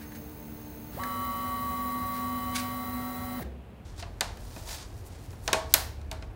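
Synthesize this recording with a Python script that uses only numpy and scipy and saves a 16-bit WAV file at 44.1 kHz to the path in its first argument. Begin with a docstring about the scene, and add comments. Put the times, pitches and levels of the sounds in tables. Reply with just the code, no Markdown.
"""A desktop 3D printer's last travel: carriage and bed motors whine together, as harmonics of their step rates.
A slow humming move precedes it; the stepper drivers hiss in the high treble and moving parts rattle.
Then hands lift the spring-steel sheet off the bed (rubbing and sliding noise), knock it down again and flex it
until the printed part cracks loose: noise cracks with ringing modes. A small workshop adds diffuse reflections."""
import sys
import numpy as np
from scipy import signal
from scipy.fft import rfft, irfft, next_fast_len
from scipy.io import wavfile

SR = 44100
rng = np.random.default_rng(int(sys.argv[2]) if len(sys.argv) > 2 else 0)


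def output_pcm(signal):
    """Save a mono or channel-first signal as 16-bit PCM at the path in sys.argv[1].

    Samples are clipped to [-1, 1] before scaling.
    """
    pcm = np.clip(np.atleast_2d(signal).T, -1, 1) * 32767
    wavfile.write(sys.argv[1], SR, np.round(pcm).astype(np.int16))


N = 280255
T = np.arange(N) / SR
HANDLING_START_S = 3.85  # the background also turns bassier here

# bed driver's hiss colour: (frequency [Hz], relative density [dB per Hz])
BED_DRIVER_COLOUR = [(12800, -40), (13700, -18), (14350, -9), (14750, -21), (15300, -6), (15750, -6),
                     (16100, -14)]
# reverberation time of the workshop: (frequency [Hz], t60 [s])
ROOM_DECAY = [(200, 0.85), (1000, 0.41), (5000, 0.41), (10000, 0.3), (16000, 0.34)]


def from_db(db):
    """Decibels to gain."""
    return 10 ** (np.asarray(db) / 20)


def rms_one(x):
    """Scale to rms 1."""
    return x / np.sqrt(np.mean(x ** 2) + 1e-20)


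def at_hz(points, hz):
    """Interpolate a table on a log-frequency axis."""
    points = np.array(points)
    return np.interp(np.log(hz + 1e-9), np.log(points[:, 0]), points[:, 1])


def after(start_s, fade_s):
    """Smooth step from 0 to 1, centred on start_s."""
    return .5 + .5 * np.tanh((T - start_s) / fade_s)


def swell(peak_s, half_width_s):
    """Bell that reaches 1 at peak_s."""
    return np.exp(-np.minimum(((T - peak_s) / half_width_s) ** 2, 20))


def noise(colour):
    """Coloured noise, falling 12 dB per octave more below its first point; rms 1."""
    size = next_fast_len(N)
    hz = np.fft.rfftfreq(size, 1 / SR)
    gain = from_db(at_hz(colour, hz)) * np.minimum(hz / colour[0][0], 1) ** 2
    spectrum = gain * rfft(rng.standard_normal(size))
    return rms_one(irfft(spectrum)[:N])


def drift(rate_hz):
    """Slow random signal: white noise through two poles at rate_hz; spread 1."""
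    hop, settle = 40, 2000  # drawn at SR / 40; the filter's start-up is dropped
    r = np.exp(-2 * np.pi * rate_hz * hop / SR)
    white = rng.standard_normal(N // hop + settle + 2)
    slow = signal.lfilter([1], [1, -2 * r, r * r], white)[settle:]
    return np.interp(np.arange(N) / hop, np.arange(len(slow)), rms_one(slow))


def narrow(hz, width_hz):
    """Resonance shaken at random: a carrier with drifting quadratures; rms 1."""
    in_phase = drift(width_hz) * np.cos(2 * np.pi * hz * T)
    quadrature = drift(width_hz) * np.sin(2 * np.pi * hz * T)
    return rms_one(in_phase + quadrature)


def dying_noise(t, level_db, t60):
    """Third-octave noise bands, each with its own level and decay; level_db is a function of Hz."""
    edges_hz, out = np.geomspace(120, 18000, 23), 0
    for low, high in zip(edges_hz, edges_hz[1:]):
        hz = np.sqrt(low * high)
        decay = from_db(-60 * t / at_hz(t60, hz))
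        band_pass = signal.butter(2, [low, high], "band", fs=SR, output="sos")
        band = signal.sosfilt(band_pass, rng.standard_normal(len(t)) * decay + 1e-18)
        # band power follows its bandwidth and mean decay power
        band_rms = np.sqrt(np.mean(decay ** 2) * (high - low) * 2 / SR)
        out = out + rms_one(band) * band_rms * from_db(level_db(hz))
    return out


def workshop(x, wall_edge_hz=11000, build_s=0.0084):
    """Diffuse reflections that build up in milliseconds and mostly die sooner in the treble."""
    t = np.arange(SR * 2 // 3) / SR
    tail = dying_noise(t, lambda hz: -10 * np.log10(1 + (hz / wall_edge_hz) ** 2), ROOM_DECAY)
    tail = tail * (1 - np.exp(-(t / build_s) ** 2))
    return signal.fftconvolve(x, tail / np.sqrt(np.sum(tail ** 2)))[:N]


def motor(turns, orders, flutter, flutter_hz):
    """Harmonics of the base rate; the shaking frame makes each flutter in level and phase."""
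    out = 0
    for order, db in orders:
        phase = 2 * np.pi * (order * turns + rng.random())
        steady = (1 + flutter * drift(flutter_hz)) * np.sin(phase)
        out = out + from_db(db) * (steady + flutter * drift(flutter_hz) * np.cos(phase))
    return np.sqrt(2) * out


def driver_hiss(turns, colour, depth_db, locked=.4):
    """Current-chopper hiss in bursts locked to the coil current; the share `locked` repeats cyclically."""
    hiss = noise(colour)
    cycle_samples = 1 / np.max(np.diff(turns))  # at full speed
    repeating = sum(np.roll(hiss, round(k * cycle_samples)) for k in range(8))
    mixed = np.sqrt(locked) * rms_one(repeating) + np.sqrt(1 - locked) * noise(colour)
    pulsing_db = depth_db * (np.cos(2 * np.pi * turns) + .7 * np.cos(4 * np.pi * turns))
    return rms_one(mixed * from_db(pulsing_db + drift(40)))


def step_buzz(turns):
    """The bed's step edges add a faint comb of high harmonics of its step rate; rms 1."""
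    steps_per_cycle = 8
    orders = [(k, 0) for k in range(5, 13)]
    return rms_one(motor(steps_per_cycle * turns, orders, flutter=0.52, flutter_hz=37))


def background():
    """Coloured room air, giving way to bassier air with a low hum."""
    # air colour before handling: (frequency [Hz], relative density [dB per Hz])
    room_colour = [(18, -69), (30, -43), (53, -7.5), (210, -9.5), (295, -22), (394, -16.5), (584, -20.5),
                   (1960, -35.5), (2540, -33), (2900, -36), (5500, -51.5), (16000, -52)]
    # air colour during handling: (frequency [Hz], relative density [dB per Hz])
    bench_colour = [(25, -6.5), (45, 6.5), (65, 6), (110, 4.5), (145, -8.5), (300, -11), (650, -16.5),
                    (1200, -24.5), (2500, -30), (6000, -48), (10000, -48), (16000, -50)]
    air = from_db(-48.0) * noise(room_colour) * (1 - after(HANDLING_START_S, 0.0044))
    hum = motor(45.4 * T, [(1, -51.992)], flutter=.3, flutter_hz=3.4)
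    bench = after(HANDLING_START_S, 0.0041) * (from_db(-42.5) * noise(bench_colour) + hum)
    return air + bench


def frame_shudder():
    """The frame shudders after braking: a damped 66 Hz sine."""
    start_s, decay_s = 3.45, 0.16
    envelope = after(start_s, 0.0092) * np.exp(-abs(T - start_s) / decay_s)
    return from_db(-34.5) * envelope * np.sin(2 * np.pi * 66 * T)


def sheet_wobble():
    """The flexed sheet wobbles in its lowest bending mode, swelling and settling."""
    return swell(5.95, .42) * motor(72.5 * T, [(1, -41.5)], flutter=0.087, flutter_hz=6.5)


def rattles():
    """Short bursts of dense ticking from the moving parts, which also knock the frame."""
    # bursts: (peak time [s], rise [s], fall [s], peak ticking level [dB rms], peak knock level [dB rms])
    bursts = [(0.019, 0.0073, 0.023, -53, -50), (.122, .006, 0.0057, -56, -47.5),
              (.152, 0.0019, 0.022, -51.5, -53), (1.037, .0015, 0.0042, -38, -28.5),
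              (2.16, 0.031, 0.056, -50.5, -55), (2.562, 0.0085, 0.0087, -27.5, -57),
              (2.585, 0.0038, 0.028, -36, -48), (3.428, 0.0094, 0.0024, -47, -41)]
    # ticking colour: (frequency [Hz], relative density [dB per Hz])
    tick_colour = [(900, -26), (1550, 6), (1850, -13), (2230, 6), (2550, -3.5), (3800, 0), (7000, -5),
                   (10500, -3.5), (13000, -15), (16000, -18)]
    shapes = []
    for peak_s, rise_s, fall_s, *_ in bursts:
        distance = np.maximum((peak_s - T) / rise_s, (T - peak_s) / fall_s)
        shapes.append(np.exp(-distance.clip(0, 20)))
    tick_level, knock_level = from_db(np.array(bursts)[:, 3:].T) @ np.array(shapes)
    ticking = rms_one(noise(tick_colour) * from_db(2.3 * drift(300)))
    return tick_level * ticking + knock_level * narrow(1750, 260)


def handling():
    """Grainy rubbing and sliding as the sheet is lifted and carried; strokes add in power."""
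    # hand strokes: (peak time [s], half-width [s], rub on bed [dB rms], slide of sleeve and skin [dB rms])
    hand_strokes = [(3.86, 0.089, -57.5, -78), (3.997, 0.023, -45.5, -63), (4.44, 0.086, -59, -59),
                    (4.58, 0.089, -52, -54), (4.72, 0.056, -40, -45), (4.81, 0.05, -48, -66),
                    (4.98, 0.044, -70, -61), (5.07, 0.017, -61, -52), (5.14, 0.052, -59, -71),
                    (5.245, .035, -63, -59), (5.33, 0.027, -74, -60), (5.47, 0.041, -59, -51.5),
                    (5.72, 0.025, -49, -61)]
    # rubbing colour: (frequency [Hz], relative density [dB per Hz])
    rub_colour = [(400, -15.5), (650, 1), (950, 6.5), (1200, -2.5), (1550, 0.5), (2500, -3.5), (3300, -1),
                  (4500, 1.5), (6500, -1), (8700, -4.5), (10500, -11.5), (16000, -22.5)]
    # sliding colour: (frequency [Hz], relative density [dB per Hz])
    slide_colour = [(2000, -32), (5000, -2.5), (9000, 3), (14000, 1), (16000, 1.5)]
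    carry = (5.06, 1.1, -63.5, -66)  # faint rustle under the strokes, same columns
    scratch_db = 2.6  # spread of the grain
    strokes = np.array([*hand_strokes, carry])
    shapes = np.array([swell(peak_s, half_width_s) for peak_s, half_width_s, *_ in strokes])
    rub_level, slide_level = np.sqrt(from_db(strokes[:, 2:].T) ** 2 @ shapes ** 2)
    rub = rub_level * rms_one(noise(rub_colour) * from_db(scratch_db * drift(200)))
    slide = slide_level * rms_one(noise(slide_colour) * from_db(scratch_db * drift(300)))
    return after(HANDLING_START_S, 0.0031) * (rub + slide)


def sheet_hits():
    """Each contact gives a short crack, sets the sheet ringing and scatters into the room."""
    # knocks and cracks: (time [s], crack [dB], treble edge [Hz], treble tilt [dB per octave], ring [dB])
    hits = [(4.0256, -28, 4960, -2, -43.5), (4.2083, -12.5, 9200, -1, -35.5),
            (4.3716, -42, 14000, -3.5, -73), (4.562, -44, 8000, -8.5, -46), (5.306, -44, 8000, 1, -67),
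            (5.3295, -48, 8000, -8, -64), (5.4774, -14.5, 7540, -2.5, -34), (5.5301, -9.5, 9950, -2, -21.5),
            (5.7392, -4, 15900, 1, -33), (6.014, -46, 8000, -1.5, -69.5), (6.114, -25.5, 10200, -3, -43),
            (6.127, -40, 14000, -3, -57), (6.224, -36, 6000, -4, -50)]
    # ringing modes: (frequency [Hz], relative level [dB], t60 [s])
    modes = [(170, -13.5, 0.13), (228, -16.5, 0.2), (395, -11, 0.19), (453, -12.5, 0.62),
             (555, -10.5, 0.17), (641.3, 0.5, 0.37), (663, -2.5, 0.11), (724, -16.5, 0.18),
             (820, -17.5, 0.36), (906, -10, 0.44), (976, -7.5, 0.3), (1103, -8.5, 0.49),
             (1470, -11.5, 0.18), (1560, -8.5, 0.13), (1670, -27, 0.28), (2320, -20, 0.16),
             (2280, -18, 0.46), (2490, 0, 0.095)]
    # dense, quickly damped high modes: (frequency [Hz], relative density [dB per Hz])
    crack_colour = [(150, -16), (400, -12.5), (800, -5), (1220, -8.5), (1600, -2), (1900, -3), (2500, -4.5),
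                    (3100, -2.5), (4050, 2.5), (4900, 0.5), (5700, 1.5), (7800, 1), (9000, 2), (16000, 5.5)]
    # their decay: (frequency [Hz], t60 [s])
    crack_t60 = [(200, 0.078), (1000, 0.075), (4000, 0.023), (8000, 0.015), (16000, 0.0089)]
    # crowd of weaker modes: (frequency [Hz], relative density [dB per Hz])
    clatter_colour = [(150, -9), (320, -15), (620, -7.5), (1080, -1.5), (1220, -17), (1500, -18),
                      (2600, -7), (5000, -8.5), (8500, -10.5), (11000, -32), (16000, -42)]
    # their decay: (frequency [Hz], t60 [s])
    clatter_t60 = [(200, 0.15), (1000, 0.11), (16000, 0.2)]
    # colour of the room's reflections: (frequency [Hz], relative level [dB])
    scatter_colour = [(200, 3), (800, 15), (2000, 5.5), (5000, -1), (16000, -7.5)]
    lift_s = 4.5
    out, t = np.zeros(N + SR), np.arange(SR // 2) / SR
    for hit_s, crack_db, edge_hz, tilt_db, ring_db in hits:

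        def crack_level(hz):
            tilted = at_hz(crack_colour, hz) + tilt_db * np.log2(hz / 4000)
            return tilted - 10 * np.log10(1 + (hz / edge_hz) ** 8)

        hit = from_db(crack_db) * dying_noise(t, crack_level, crack_t60)
        # the sheet radiates differently in every direction, so its reflections blend into a smooth tail
        tail = dying_noise(t, lambda hz: crack_level(hz) + at_hz(scatter_colour, hz), ROOM_DECAY)
        hit += from_db(crack_db - 20) * (1 - np.exp(-t / 0.0027)) * tail
        hit += from_db(ring_db + 1) * dying_noise(t, lambda hz: at_hz(clatter_colour, hz), clatter_t60)
        # held by the bed's magnets it is stiffer and rings higher
        pitch = 1.08 if hit_s < lift_s else 1
        for hz, db, t60_s in modes:
            # every mode is a close pair that beats
            phase = 2 * np.pi * pitch * hz * t
            detune = 1 + rng.choice([-1, 1]) * rng.uniform(.01, .03)
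            pair = rng.choice([-1, 1]) * (np.sin(phase) + .5 * np.sin(phase * detune))
            hit += from_db(ring_db + db - 4.5 - 60 * t / t60_s) * pair
        start = round(hit_s * SR)
        out[start:start + len(t)] += hit
    return out[:N]


def slow_move():
    """The slow move: low motor hum, driver hiss, bearing noise and a thin whistle."""
    # motor vibration: (multiple of base rate, level [dB rms])
    creep_orders = [(2, -58.5), (3, -51), (4, -51.5), (6, -59.5), (8, -64), (12, -65), (20, -72.5),
                    (27, -73), (33, -77), (55, -77)]
    # bearing noise colour: (frequency [Hz], relative density [dB per Hz])
    bearing_colour = [(30, -20), (62, 3.5), (130, -4.5), (300, -29), (700, -18), (1200, -24), (2000, -26.5),
                      (3200, -34), (4200, -29.5), (5500, -33.5), (7500, -34.5), (10000, -30.5),
                      (16000, -31)]
    creep_hz, end_s = 74.8, 0.98
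    turns = creep_hz * T
    hum = motor(turns, creep_orders, flutter=0.38, flutter_hz=13.0)
    hiss = from_db(-49.5) * driver_hiss(turns, BED_DRIVER_COLOUR, depth_db=2.5)
    whistle = from_db(-66.5) * narrow(6390, 42)
    bearings = from_db(-48) * noise(bearing_colour)
    return (1 - after(end_s, .01)) * (hum + hiss + whistle + bearings)


def travel():
    """Carriage and bed speed up together, run steadily and brake; motor pitch follows speed."""
    # carriage motor vibration: (multiple of base rate, level [dB rms])
    carriage_orders = [(3, -55), (4, -52.5), (8, -65), (10, -54.5), (11, -52.5), (17, -70), (21, -58)]
    # bed motor vibration before the approach gain: (multiple of base rate, level [dB rms])
    bed_orders = [(1, -65.5), (2, -42), (3, -68.5), (6, -52.5), (9, -57), (11, -62.5)]
    # belt or frame resonances lifting an order: (peak time [s], half-width [s], multiple, peak [dB rms])
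    resonances = [(1.1, 0.44, 7, -48), (1.3, 0.6, 16, -55.5), (1.45, 2.4, 5, -47), (1.72, 1.29, 6, -35),
                  (2.5, 0.31, 16, -56), (3.35, 0.9, 7, -54), (3.38, 0.16, 16, -61.5)]
    # carriage driver's hiss colour: (frequency [Hz], relative density [dB per Hz])
    carriage_driver_colour = [(7500, -10), (9200, -7.5), (10400, -1.5), (10900, -5), (11800, 1.5),
                              (12100, 1), (12400, -18), (12800, -9), (14000, -9.5)]
    # motor housing resonances: (frequency [Hz], width [Hz], level at full speed [dB rms])
    housing = [(8900, 79, -66.5), (11870, 76, -68.5), (12330, 110, -59)]
    # rolling noise colour: (frequency [Hz], relative density [dB per Hz])
    rail_colour = [(30, -12), (60, 7), (100, 8), (140, -16), (230, 3.5), (330, -14.5), (570, -11.5),
                   (900, -12.5), (1500, -15), (2600, -22), (4100, -21.5), (6000, -28), (10000, -29.5),
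                   (16000, -21.5)]
    carriage_hz, bed_hz = 188.93, 124.0  # base rates at full speed
    start_s, stop_s, ramp_s = .942, 3.447, .057
    bed_near_s, bed_near_db, bed_rise_db_per_s = 2.38, 1.7, 5
    pulse_db = 3.0
    hiss_at_rest = 0.2  # share of the hiss gain left as speed nears zero

    speed = np.clip(np.minimum(T - start_s, stop_s - T) / ramp_s, 0, 1)
    full_speed_s = np.cumsum(speed) / SR  # distance as time at full speed
    carriage_turns, bed_turns = carriage_hz * full_speed_s, bed_hz * full_speed_s

    carriage = motor(carriage_turns, carriage_orders, flutter=0.18, flutter_hz=44)
    belt_turns = carriage_turns + 0.0065 * drift(7.8)
    belt = 0
    for peak_s, half_width_s, order, db in resonances:
        lifted = motor(belt_turns, [(order, db)], flutter=0.09, flutter_hz=30)
        belt = belt + swell(peak_s, half_width_s) * lifted
    # the bed grows louder as it comes forward, until it is near
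    bed_db = bed_near_db - bed_rise_db_per_s * np.maximum(bed_near_s - T, 0)
    bed = from_db(bed_db) * motor(bed_turns, bed_orders, flutter=.2, flutter_hz=4.6)
    buzz = from_db(-61.5) * step_buzz(bed_turns)
    # all but the bed's own whine builds only near full speed
    whine = speed ** 4 * (carriage + belt + buzz) + speed * bed

    hiss = from_db(-42.5) * driver_hiss(bed_turns, BED_DRIVER_COLOUR, pulse_db, locked=0.38)
    hiss += from_db(-53) * driver_hiss(carriage_turns / 2, carriage_driver_colour, pulse_db, locked=0.18)
    hiss += sum(from_db(db) * narrow(hz, width_hz) for hz, width_hz, db in housing)
    hiss *= hiss_at_rest + (1 - hiss_at_rest) * speed
    running = after(0.92, 0.0082) * (1 - after(3.433, 0.0071))
    hiss *= running

    # on the ramps the fifth order sweeps roughly, loudest at half speed
    fifth_order = motor(5 * carriage_turns, [(1, 0)], flutter=.45, flutter_hz=70)
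    sweep = from_db(-43) * 4 * speed * (1 - speed) * fifth_order
    rolling = running * from_db(-43.5) * noise(rail_colour)
    room_send = from_db(-7.5) * (rolling + sweep) + from_db(-28) * hiss + from_db(-17) * whine
    return whine + sweep + hiss + rolling + workshop(room_send)


def scene():
    """Sum printer, sheet, hands and room into one channel."""
    small = rattles() + handling()
    small_room = workshop(from_db(-11) * small)
    sheet = sheet_hits() + sheet_wobble()
    printer = slow_move() + travel() + frame_shudder()
    return (background() + small + small_room + sheet + printer)[None]


def record(dry):
    """Input overload soft-limits peaks towards 1.15; a steep low-pass cuts the top."""
    cutoff_hz = 15750
    clipped = dry / (1 + (dry / 1.15) ** 4) ** .25
    low_pass = signal.ellip(12, .1, 80, cutoff_hz, fs=SR, output="sos")
    return signal.sosfilt(low_pass, clipped)


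dry = scene()
out = record(dry)
output_pcm(out)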